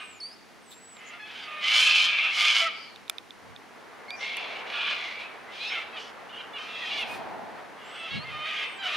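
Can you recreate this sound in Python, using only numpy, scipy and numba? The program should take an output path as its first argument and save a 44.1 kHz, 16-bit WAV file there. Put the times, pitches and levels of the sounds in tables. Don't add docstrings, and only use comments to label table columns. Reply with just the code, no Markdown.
import sys
import numpy as np
from scipy import signal
from scipy.fft import rfft, irfft, next_fast_len
from scipy.io import wavfile
from scipy.ndimage import uniform_filter1d, map_coordinates
from numba import njit

SR = 44100
rng = np.random.default_rng(int(sys.argv[2]) if len(sys.argv) > 2 else 0)


def master_out(mix):
    frames = np.transpose(np.atleast_2d(mix))
    ceiling = np.clip(frames, -1, 1)
    pcm = np.round(ceiling * 32767).astype(np.int16)
    wavfile.write(sys.argv[1], SR, pcm)


N = 395136
TIME = np.arange(N) / SR

# centre_hz, width_hz, level_db (relative)
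BEAK = [(4150, 660, 3), (4870, 1800, 2.5), (6080, 540, -4), (6650, 300, -10), (9300, 430, -41)]
# (per Hz, relative)
TYRE_SPECTRUM = [(40, -45), (250, -24), (450, -2.5), (580, -3.5), (720, -0.5), (1000, -2), (1400, -4),
                 (2000, -6), (2800, -16), (4500, -24.5), (8000, -56)]
# (per Hz, relative)
RUMBLE_SPECTRUM = [(20, -47), (45, -25), (90, -6.5), (160, -4), (230, 5), (330, 2.5), (450, 2.5),
                   (800, -38)]


def undb(db):
    return 10 ** (np.asarray(db) / 20)


def unit(x):
    return x / np.sqrt(np.mean(x ** 2) + 1e-20)


def follow(rows, t):
    s, *columns = np.transpose(rows)
    return [np.interp(t, s, column) for column in columns]


def wander(n, hz):
    step = max(int(SR / hz), 1)
    steps = np.repeat(rng.standard_normal(n // step + 4), step)
    return 1.2 * uniform_filter1d(steps, step)[step:step + n]


def arch(progress):
    return 4 * progress * (1 - progress)


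def glide(progress, turn, start_hz, turn_hz, end_hz):
    away = np.interp(progress, [0, min(turn, 1), 1], [1, 0, 1]) ** 2
    far_hz = np.where(progress < turn, start_hz, end_hz)
    return turn_hz + (far_hz - turn_hz) * away


def bell(hz, centre_hz, width_hz):
    return 1 / (1 + ((hz - centre_hz ** 2 / hz) / width_hz) ** 2)


def resonate(x, modes):
    out = 0
    for hz, width, db in modes:
        b, a = signal.iirpeak(min(hz, SR / 2.3), max(hz / width, .8), fs=SR)
        once = signal.lfilter(b, a, x)
        out = out + undb(db) * signal.lfilter(b, a, once)
    return unit(out)


def formants(x, modes, scale=1):
    size = next_fast_len(len(x), real=True)
    hz = np.fft.rfftfreq(size, 1 / SR) / scale + 1
    power = sum((undb(db) * bell(hz, centre, width)) ** 2 for centre, width, db in modes)
    return unit(irfft(rfft(x, size) * np.sqrt(power), size)[:len(x)])


def add(track, s, x):
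    i = int(s * SR)
    lo, hi = max(i, 0), min(i + x.shape[-1], N)
    track[..., lo:hi] += x[..., lo - i:hi - i]


def outdoor_noise(spectrum, bass_side_db=8, treble_side_db=-7):
    log_hz = np.log(np.fft.rfftfreq(N, 1 / SR) + 1)
    hz, db = np.transpose(spectrum)
    mid, side = rfft(rng.standard_normal((2, N))) * undb(np.interp(log_hz, np.log(hz), db))
    side_db = np.interp(log_hz, np.log([120, 330, 1000]), [bass_side_db, -2, treble_side_db])
    mid, side = irfft(mid, N), irfft(side * undb(side_db), N)
    return np.array([mid + side, mid - side]) / np.std(mid)


def background(tyre_db=1, hiss_db=-59, flicker_db=1, rumble_db=-59.5, rumble_follow=0.23):
    # time_s, roar_db (before tyre_db is added)
    road_swells = [(.5, -57.5), (1.2, -55), (3.3, -53.5), (3.9, -50.5), (4.5, -42), (5.3, -47.5),
                   (6.8, -46.5), (7.8, -47.5), (8.8, -48)]
    # (per Hz, relative)
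    hiss_spectrum = [(30, -9), (500, -20), (2200, 4.5), (4000, -2), (6000, -5), (8000, -12), (9800, -10.5),
                     (12500, -17.5), (15500, -24)]
    roar_db, = follow(road_swells, TIME)
    roar = outdoor_noise(TYRE_SPECTRUM) * undb(roar_db + tyre_db + flicker_db * wander(N, 11))
    swell_db = rumble_follow * (roar_db - roar_db.mean())
    rumble = outdoor_noise(RUMBLE_SPECTRUM) * undb(rumble_db + swell_db)
    return roar + rumble + undb(hiss_db) * outdoor_noise(hiss_spectrum)


def syrinx(hz, rough):
    n = len(hz)
    jitter = (.18 * rough ** 1.8 + .005) * wander(n, 700)
    jitter = jitter + .05 * rough * wander(n, 90) + .025 * rough * wander(n, 22)
    phase = 2 * np.pi * np.cumsum(hz * (1 + jitter)) / SR
    pulses = unit(sum(min(k / 2, 1) * np.cos(k * phase - .1 * k * k) for k in np.arange(1, 21)))
    second = 2 * np.pi * np.cumsum(hz * (.38 + .07 * wander(n, 18))) / SR
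    beating = rough * .8 * np.cos(second)
    roughening = .35 * rough ** 2 * np.tanh(wander(n, 650))
    pulses = unit(pulses * (1 + beating + roughening))
    air = unit(rng.standard_normal(n) * (1 + .6 * np.cos(phase)))
    rattle = 1 + .38 * rough * np.tanh(wander(n, 200))
    return (pulses + .9 * rough ** 1.4 * air) * rattle, air * rattle


def branches(x, count=5):
    n = np.arange(len(x))
    out = x
    for lag_s in rng.uniform(.001, .009, count):
        lag = SR * (lag_s + .00006 * wander(len(x), 12))
        reflection = map_coordinates(x, [n - lag], order=3)
        out = out + .36 * rng.choice([-1, 1]) * reflection
    return unit(out)


def screeches():
    # start_s, length_s, level_db (mouth band, direct and trees together), swell_db (start to
    # end), start_hz, end_hz (pitch), roughness (in mid-call, held to 0-1), throat_db (relative),
    # gape_db (upper minus lower mouth, before the cut and sag below), beak_db (relative),
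    # scale (of the mouth resonances, ratio), wet_db (trees relative to direct)
    calls = [ (0, 0.045, -41.5, -12, 731, 707, 1.02, -4.5, -8, -21, 1.16, 1.5),
             (0.97, 0.18, -47.5, 6.5, 621.5, 641, 0.77, -8.5, -4, -18, 0.98, -0.5),
             (1.262, 0.2, -45, 3.5, 776, 700, 0.76, -7.5, 3, -12, 1.1, -5),
             (1.462, 0.22, -41, 4, 641, 600, 0.75, -6, -9, -30, 1.16, -2),
             (5.509, 0.14, -43.5, -2, 690, 762, 0.78, -12, -1, -2.5, 1.15, 8),
             (5.603, 0.093, -37, 1, 793, 889, 0.55, -27, 5, -10.5, 1.24, -0.5),
             (5.711, 0.12, -36, -9, 759.4, 631, 0.73, -10, -3, -20, 1.08, -8.5),
             (5.97, 0.14, -48.5, -17, 570, 543, 0.68, -13, 14, -2.5, 1.02, -11),
             (6.32, 0.12, -46.5, 6, 710, 747, 0.54, -10, 26, -25, 0.98, -10),
             (6.572, 0.12, -43, -12, 618, 627, 0.79, -4, -16, -8, 1.18, -0.5),
             (6.679, 0.21, -39.5, 6, 686.3, 637, 0.6, -10, 0.5, -13.5, 1.13, -0.5),
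             (6.885, 0.14, -36.5, 0, 586, 546, 0.61, -24, -3, -8.5, 1.16, -0.5),
             (7.062, 0.125, -52, -12, 623, 610, .55, -20, -6, 2, 0.83, -1),
             (7.777, 0.2, -50, 14, 660, 674, 0.82, -2.5, 8, -15, 1.01, -1),
             (7.952, 0.23, -43.5, 7, 680, 645, 0.63, -18, 4, -14.5, 1.04, -3),
             (8.261, 0.19, -46, -1, 661, 688, .5, -6, -4, -15, 1.06, -3),
             (8.445, 0.21, -34, 1.5, 640.4, 536.5, 0.75, -10, -3, -17, 1.066, 0),
             (8.825, 0.05, -35, 10, 805, 691, 0.59, -3.5, 7, -7, 1.02, -1),
             (8.874, 0.13, -32, 3, 645, 620, 0.58, -5, -4, -16, 1.15, -3.5)]
    # centre_hz, width_hz, level_db (relative)
    throat_modes = [(700, 220, -7), (1230, 460, 0), (1600, 400, -5)]
    # centre_hz, width_hz, level_db (relative); centre and width before scale
    shut_mouth = [(2086, 480, 5), (2400, 430, 0)]
    # centre_hz, width_hz, level_db (relative); centre and width before scale
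    open_mouth = [(2870, 410, 0.69), (3260, 290, -1.6)]
    attack_s, attack_share, release_s = .03, .014, .0285
    pitch_rise, rough_sag = .00993, .14
    gape_cut_db, gape_sag_db = 2, 2
    beak_opens_s = .053
    direct, scattered = np.zeros(N), np.zeros(N)
    for (start, length, db, swell_db, start_hz, end_hz, rough,
         throat_db, gape_db, beak_db, scale, wet_db) in calls:
        t = np.arange(start - attack_s / 2, start + length + release_s / 2, 1 / SR)
        progress = np.linspace(0, 1, len(t))
        push = arch(progress)
        slack = 1 - push
        hz = (start_hz + (end_hz - start_hz) * progress) * (1 + pitch_rise * push)
        source, air = syrinx(hz, np.clip(rough * (1 - rough_sag * slack), 0, 1))
        source = branches(source)
        gape = undb(gape_db - gape_cut_db - gape_sag_db * slack)
        mouth = formants(source, shut_mouth, scale) + gape * formants(source, open_mouth, scale)
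        mouth = mouth / np.hypot(1, gape)
        beak_gain = undb(beak_db) * (1 - np.exp(-(t - t[0]) / beak_opens_s))
        call = undb(throat_db) * formants(source, throat_modes) + mouth
        call = call + beak_gain * formants(source + air / 2, BEAK)
        fade_in = (t - t[0]) / (attack_s + attack_share * length)
        fade_out = (t[-1] - t) / release_s
        fade = np.sqrt(np.clip(np.minimum(fade_in, fade_out), 0, 1))
        effort = fade * undb(db + swell_db * (progress - .5))
        call = call * effort / np.hypot(1, undb(wet_db))
        add(direct, t[0], call)
        add(scattered, t[0], call * undb(wet_db))
    return direct, scattered


def trees(x, t60=0.93, treble_t60=0.026, early_s=0.27, early_db=8, side_db=-6):
    t = np.arange(SR) / SR
    noise = rng.standard_normal((2, SR))
    low = signal.sosfilt(signal.butter(2, 3800, fs=SR, output="sos"), noise)
    high = signal.sosfilt(signal.butter(2, 3800, "high", fs=SR, output="sos"), noise)
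    decay = undb(-60 * t / t60)
    tail = low * decay + high * undb(-60 * t / treble_t60)
    early = 1 + undb(early_db) * np.exp(-t / early_s)
    response = tail * early / np.linalg.norm(early * decay)
    mid, side = signal.fftconvolve(x[None], response, axes=1)[:, :N]
    return np.array([mid + undb(side_db) * side, mid - undb(side_db) * side])


def small_birds(waver=0.0082, flutter_db=2, sag_db=4.5):
    # start_s, length_s, turn (share of the length), start_hz, turn_hz, end_hz (pitch),
    # level_db (in the middle), swell_db (start to end), octave_db (relative)
    whistle_rows = [ (0, 0.19, 0.1, 7900, 8230, 6660, -56.5, 1, -30),
                    (0.201, 0.073, 0.166, 5640, 4430, 4740, -38, -6, -21),
                    (0.261, 0.09, 0.1, 4690, 4736, 5240, -48.5, -10, -16),
                    (0.616, 0.18, 0.85, 8900, 7500, 8200, -57.5, 15, -30),
                    (0.797, 0.21, 0.53, 7800, 7920, 6800, -53, -4, -35),
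                    (1.404, 0.07, 0.45, 4780, 4700, 4530, -56, 0, -30),
                    (4.08, 0.08, 0.68, 2054, 2410, 2430, -40.5, 1, -9),
                    (5.669, 0.069, 0.7, 5080, 5350, 5360, -46.5, -2, -35),
                    (5.702, 0.043, .4, 6470, 6370, 6400, -59, 0, -30),
                    (7.837, 0.21, 0.95, 7300, 8200, 8150, -61.5, 0, -30),
                    (8.155, 0.094, 0.36, 4260, 4160, 4700, -45.5, -1, -28),
                    (8.577, 0.24, .52, 8200, 8620, 6860, -66.5, 20, -30)]
    out = np.zeros(N)
    for start, length, turn, start_hz, turn_hz, end_hz, db, swell_db, octave_db in whistle_rows:
        n = int(length * SR)
        progress = np.linspace(0, 1, n)
        hz = glide(progress, turn, start_hz, turn_hz, end_hz)
        phase = 2 * np.pi * np.cumsum(hz * (1 + waver * wander(n, 186))) / SR
        tone = np.sqrt(2) * (np.sin(phase) + undb(octave_db) * np.sin(2 * phase))
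        level_db = db + swell_db * (progress - .5) - sag_db * (1 - arch(progress))
        level_db = level_db + flutter_db * wander(n, 94)
        add(out, start, tone * undb(level_db) * signal.windows.tukey(n, .08))
    return out


def puffs(wind_side_db=8, cheep_side_db=-6, rustle_side_db=0):
    # centre_s, half_length_s, centre_hz, width_hz, level_db (at the height of the swell)
    puff_rows = [(0.726, 0.016, 3730, 900, -49), (0.722, 0.024, 10000, 9000, -56),
                 (1.082, 0.023, 6750, 700, -52.5), (4.215, 0.051, 5630, 900, -50),
                 (2.807, 0.076, 4760, 600, -48.5), (2.913, 0.073, 4400, 594, -57),
                 (3.501, 0.063, 99.5, 61.3, -53), (7.008, 0.029, 10400, 3970, -57.5),
                 (7.13, 0.055, 9700, 7060, -54), (8.17, 0.037, 137, 127, -32.5), (8.32, 0.1, 116, 81, -47)]
    out = np.zeros((2, N))
    for s, half, hz, width, db in puff_rows:
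        t = np.arange(-3 * half, 3 * half, 1 / SR)
        mid, side = resonate(rng.standard_normal((2, len(t))), [(hz, width, 0)])
        side_db = np.interp(hz, [150, 4000, 10000], [wind_side_db, cheep_side_db, rustle_side_db])
        side = side * undb(side_db)
        swell = undb(db) * np.exp(-(t / half) ** 2)
        add(out, s + t[0], unit(np.array([mid + side, mid - side])) * swell)
    return out


def clicks(crack_t60=0.0096, damping=0.56):
    # start_s, level_db (peak of the ring before panning), treble_db (crack relative to
    # ring), ring_hz, pan_db (left minus right)
    click_rows = [(0.968, -41.5, -11, 3750, -6), (2.96, -35, -9, 3650, -5), (3.0799, -37, -13, 3700, -6),
                  (3.0973, -15, 1.5, 3520, -4.5), (3.1831, -25, -14, 3650, -9),
                  (3.307, -31.5, -20, 3520, -6), (3.5626, -34, -27, 3580, -6),
                  (4.1058, -26.5, -13, 3630, -7), (4.369, -25.5, -4.5, 2960, 1)]
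    # (relative, before treble_db acts on it)
    click_modes = [(0.381, 0.012, -7), (0.69, 0.012, -1.5), (1, 0.009, 4), (1.48, 0.006, -5.5)]
    out, t = np.zeros((2, N)), np.arange(SR // 40) / SR
    for s, db, treble_db, ring_hz, pan_db in click_rows:
        ring = 0
        for ratio, t60, mode_db in click_modes:
            dulled_db = mode_db + damping * treble_db * abs(np.log2(ratio))
            ring = ring + undb(dulled_db - 60 * t / t60) * np.sin(2 * np.pi * ring_hz * ratio * t)
        ring = ring * np.minimum(t * ring_hz, 1)
        burst = rng.standard_normal((2, len(t))) * undb(-60 * t / crack_t60)
        crack = resonate(burst, [(8400, 13000, 0)])
        click = ring / np.abs(ring).max() + undb(treble_db) * crack / np.abs(crack).max()
        add(out, s, undb(db + np.array([[pan_db], [-pan_db]]) / 2) * click)
    return out


def squawks(throat_hz=1280, throat_width_hz=480, fundamental_db=-7, beak_db=-24):
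    # start_s, length_s, turn (share of the length), start_hz, turn_hz, end_hz (pitch),
    # level_db (direct and trees together), swell_db (start to end), waver (pitch, share), mouth_hz,
    # mouth_width_hz, throat_db (relative to mouth), wet_db (trees relative to direct)
    squawk_rows = [ (1.107, 0.081, 0.52, 665, 705, 694, -50, 5, 0.0073, 2500, 1000, 2, -21),
                   (1.185, 0.11, 0.55, 825, 859, 852, -42.5, -2, 0.0098, 2150, 1900, -16, -1),
                   (1.271, .2, 0.1, 940, 956, 680, -51, 4, 0.013, 2800, 1200, 11, -1),
                   (1.435, 0.23, 0.4, 638, 607, 602, -44, 6, 0.0035, 2600, 1000, 15, -6),
                   (2.605, 0.094, 0.57, 650, 670.4, 590, -29, 0, 0.0082, 2400, 1510, 5.5, -13),
                   (5.22, .08, .6, 620, 642, 638, -42.5, -6, .003, 2560, 400, -20, -9),
                   (5.463, 0.063, 0.63, 590, 680, 666, -48, -5, 0.015, 2050, 500, -15, -10),
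                   (5.599, 0.12, 0.87, 775, 882, 870, -38.5, 10, 0.0063, 2590, 550, -16, -7),
                   (5.695, .11, .1, 745, 750, 640, -36.5, 0, .022, 2500, 1200, 0, -8),
                   (5.793, 0.095, 0.63, 590, 571, 570, -43, -3, 0.0046, 2270, 450, -16, -11),
                   (5.92, .075, .1, 665, 660, 570, -41, 8, .013, 2700, 1500, -5, -10),
                   (6.29, 0.034, 0.68, 560, 602, 580, -48.5, -7, 0.011, 2850, 600, -22, -8),
                   (6.326, 0.066, 0.46, 750, 720, 797, -44.5, 8, 0.013, 2980, 500, -25, -6),
                   (6.377, 0.043, 0.54, 780, 814, 700, -41.5, 5, 0.0083, 2800, 750, -14, -11),
                   (6.529, .055, 0.32, 580, 576, 553, -39, 4, 0.0039, 2810, 750, -11, -12),
                   (6.58, 0.1, 0.5, 625, 617, 640, -45, -15, 0.0097, 3030, 600, -3, -8),
                   (6.737, 0.084, 0.27, 655, 660, 632, -38, -4, 0.0077, 2940, 900, -14, 1),
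                   (6.815, .045, .85, 1040, 925, 930, -39, 0, .005, 1900, 500, -20, -12),
                   (6.9, .1, .55, 545, 578, 555, -33.5, 4, .008, 2850, 1300, -22, -11),
                   (6.985, .06, .1, 715, 720, 620, -32, 0, .01, 2800, 1100, -20, -11),
                   (7.072, 0.092, 0.61, 630, 622, 600, -41.5, 5, 0.0061, 2400, 450, -24, -8),
                   (7.985, 0.11, .3, 660, 668, 640, -38.5, 2, 0.011, 2850, 800, -8, -10),
                   (8.095, 0.095, 0.68, 535, 553, 560, -36, 1, 0.005, 2650, 2000, -28, -10),
                   (8.196, 0.063, 0.9, 590, 633, 630, -45.5, 2, 0.005, 2600, 1000, 13, -16),
                   (8.234, 0.085, 0.43, 688, 706, 665, -43, 5, 0.0097, 2050, 350, -22, -14),
                   (8.27, 0.26, 0.37, 640, 608, 649, -37.5, 11, 0.0062, 2850, 960, -4.5, -6),
                   (8.555, 0.076, 0.61, 630, 658, 613, -37.5, -1, 0.0032, 3180, 600, -20, -15),
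                   (8.775, .115, 0.2, 770, 781, 693, -36, 7, 0.007, 2800, 1100, 2, -8)]
    top_hz = 4950
    hoarse_per_waver = 13
    direct, scattered = np.zeros(N), np.zeros(N)
    for (start, length, turn, start_hz, turn_hz, end_hz, db, swell_db,
         waver, mouth_hz, width_hz, throat_db, wet_db) in squawk_rows:
        n = int(length * SR)
        progress = np.linspace(0, 1, n)
        hz = glide(progress, turn, start_hz, turn_hz, end_hz)
        hz = hz * (1 + waver * (wander(n, 90) + .4 * wander(n, 600)))
        phase = 2 * np.pi * np.cumsum(hz) / SR
        call = 0
        for k in np.arange(1, 9):
            partial_hz = k * hz
            throat = bell(partial_hz, throat_hz, throat_width_hz)
            throat = throat + undb(fundamental_db) * bell(partial_hz, 695, 110)
            gain = bell(partial_hz, mouth_hz, width_hz) + undb(throat_db) * throat
            gain = gain + undb(beak_db) * bell(partial_hz, 3500, 900)
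            gain = gain / (1 + (partial_hz / top_hz) ** 8)
            flutter = undb(2.5 * wander(n, 70)) + hoarse_per_waver * waver * wander(n, 500)
            call = call + gain * flutter * np.cos(k * phase - .3 * k * k)
        call = unit(call) * undb(db + swell_db * (progress - .5)) * signal.windows.tukey(n, .35)
        call = call / np.hypot(1, undb(wet_db))
        add(direct, start, call)
        add(scattered, start, call * undb(wet_db))
    return direct, scattered


@njit
def moving_band(x, hz, width):
    y, band, low = np.empty(len(x)), 0., 0.
    for i in range(len(x)):
        g, k = np.tan(np.pi * hz[i] / SR), width / hz[i]
        v = (band + g * (x[i] - low)) / (1 + g * (g + k))
        band, low, y[i] = 2 * v - band, low + 2 * g * v, k * v
    return y


def slaps(n, slap_hz=276.4, slap_s=0.0017, leak=0.89):
    gap, force = rng.standard_normal((n // 60, 2)).T
    at = (np.cumsum(np.exp(.25 * gap)) * SR / slap_hz).astype(int)
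    pulses = np.bincount(at, undb(1.2 * force))[:n]
    bursts = np.convolve(pulses, np.hanning(int(slap_s * SR)), "same")
    return unit(leak + bursts)


def ringing(hz):
    n = len(hz)
    hz = hz * (1 + .022 * wander(n, 450) + .018 * wander(n, 60))
    return unit(np.sin(2 * np.pi * np.cumsum(hz) / SR) * undb(1.5 * wander(n, 80)))


def rasps(voice_hz=610, mouth_width_hz=440.0, beak_db=-11, beak_follow=0.3, throat_follow=0.69,
          upper_follow=0.249, tremble_db=1.1):
    # throat_db (relative, before it follows the gape), shrill_db (relative to lower mouth),
    # tone_db (ringing, relative), upper_hz (mean of the upper tone), wet_db (trees relative to direct), curve of
    # time_s, level_db (mouth, direct and trees together), mouth_hz, gape_db (upper minus lower mouth),
    # edge_db (treble edge, relative)
    rasp_rows = [ (-13.5, -16.5, 0, 3040, -3.5, [(1.595, -43, 2116, -5, -48), (1.638, -26.5, 2186, 0, -47),
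                 (1.72, -21, 2282, 1.5, -30.5), (1.79, -21.5, 2293, 4.5, -18.5),
                 (1.86, -21, 2560, 0, -18.5), (1.9, -20, 2520, 0, -30), (2.005, -21, 2438, -3.5, -29.5),
                 (2.05, -24.5, 2323, 3, -22), (2.1, -30, 2500, 8, -45)]),
                 (-11, -17, 0.5, 2680, -4, [(2.085, -28, 2400, -2, -46), (2.13, -26.5, 2395, 0.5, -59),
                 (2.2, -23.5, 2326, -4, -79), (2.265, -24.5, 2447, 3, -76), (2.315, -36, 2320, 6, -47)]),
                 (-12, -26, -2.5, 3010, -7, [(2.3, -35, 2150, -9, -38), (2.35, -28.5, 2170, 2.5, -25),
                 (2.41, -20, 2260, -1, -28), (2.47, -21.5, 2313, 1, -30), (2.57, -23, 2241, 1, -28),
                 (2.62, -25, 2306, 3, -25), (2.685, -33.5, 2123, -10, -28)]),
                 (-23, -12, -0.5, 2700, -0.5, [(4.185, -52, 2093, -6, -50), (4.21, -35, 2100, -5, -42),
                 (4.245, -33, 2260, -3, -47), (4.376, -35, 2325, 0, -57), (4.43, -39.5, 2325, -2, -43),
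                 (4.48, -37, 2355, -10, -58), (4.59, -40.5, 2260, 4, -42), (4.63, -47, 2390, -5, -52)]),
                 (-5.5, -11.5, -1.5, 2850, -3, [(4.655, -45, 2050, -4, -27), (4.75, -32, 2480, -1.5, -67),
                 (4.84, -31.5, 2470, 0, -71), (4.9, -28, 2380, -2.5, -61), (4.99, -34.5, 2250, -7, -52),
                 (5.06, -36.5, 2180, -7.5, -45), (5.17, -40, 2258, -8, -59), (5.215, -35.5, 2320, -8, -53),
                 (5.25, -49, 2480, -2, -44), (5.3, -66, 2530, -12, -58)])]
    # centre_hz, width_hz, level_db (relative)
    shrill_modes = [(3540, 700, 0), (4020, 680, 1.5)]
    rasp_throat = [(750, 420, -11), (1247, 520, -3), (1640, 530, -4.5)]
    upper_mouth = [(2760, 220, -3.5), (3060, 350, -5), (3400, 340, -4)]
    edge_modes = [(7200, 1400, 0.5), (9900, 1500, -4.5)]
    direct, scattered = np.zeros(N), np.zeros(N)
    for throat_db, shrill_db, tone_db, upper_hz, wet_db, curve in rasp_rows:
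        t = np.arange(curve[0][0], curve[-1][0], 1 / SR)
        db, mouth_hz, gape_db, edge_db = follow(curve, t)
        voice, air = syrinx(voice_hz * (1 + .06 * wander(len(t), 25)), .8)
        slap = slaps(len(t))
        source = slap * branches(voice)
        tone = undb(tone_db) * slap
        lower = moving_band(source, mouth_hz, mouth_width_hz)
        lower = unit(moving_band(lower, mouth_hz, mouth_width_hz))
        lower = unit(lower + .7 * tone * ringing(mouth_hz))
        upper_tone_hz = upper_hz + upper_follow * (mouth_hz - mouth_hz.mean())
        upper = unit(formants(source, upper_mouth) + tone * ringing(upper_tone_hz))
        gape = undb(gape_db + tremble_db * wander(len(t), 32.4))
        call = lower + gape * upper + undb(shrill_db) * formants(source, shrill_modes)
        call = call / np.hypot(1, gape)
        call = call + undb(throat_db + throat_follow * gape_db) * formants(source, rasp_throat)
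        call = call + undb(beak_db + beak_follow * (edge_db + 29)) * formants(source, BEAK)
        call = call + undb(edge_db) * formants(slap * air, edge_modes)
        call = call * undb(db) * signal.windows.tukey(len(t), .06) / np.hypot(1, undb(wet_db))
        add(direct, t[0], call)
        add(scattered, t[0], call * undb(wet_db))
    return direct, scattered


def passing_car(s=7.262, half_s=0.36, hz=760, width_hz=420, hum_db=-40, roar_db=-48, rumble_db=-50):
    hum = undb(hum_db) * resonate(outdoor_noise(TYRE_SPECTRUM), [(hz, width_hz, 0)])
    roar = undb(roar_db) * outdoor_noise(TYRE_SPECTRUM)
    rumble = undb(rumble_db) * outdoor_noise(RUMBLE_SPECTRUM)
    return (hum + roar + rumble) * np.exp(-((TIME - s) / half_s) ** 2)


def scene(pan_db=-1.5, whistle_wet_db=-7):
    direct, scattered = np.sum([screeches(), rasps(), squawks()], axis=0)
    whistles = small_birds()
    birds = (direct + whistles) * undb(np.array([[pan_db], [-pan_db]]) / 2)
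    echoes = trees(scattered + undb(whistle_wet_db) * whistles)
    return birds + echoes + clicks() + puffs() + background() + passing_car()


def record(dry, top_hz=15600):
    rounded = .8 * np.tanh(dry / .8)
    return signal.sosfilt(signal.ellip(8, .2, 70, top_hz, fs=SR, output="sos"), rounded)


dry = scene()
out = record(dry)
master_out(out)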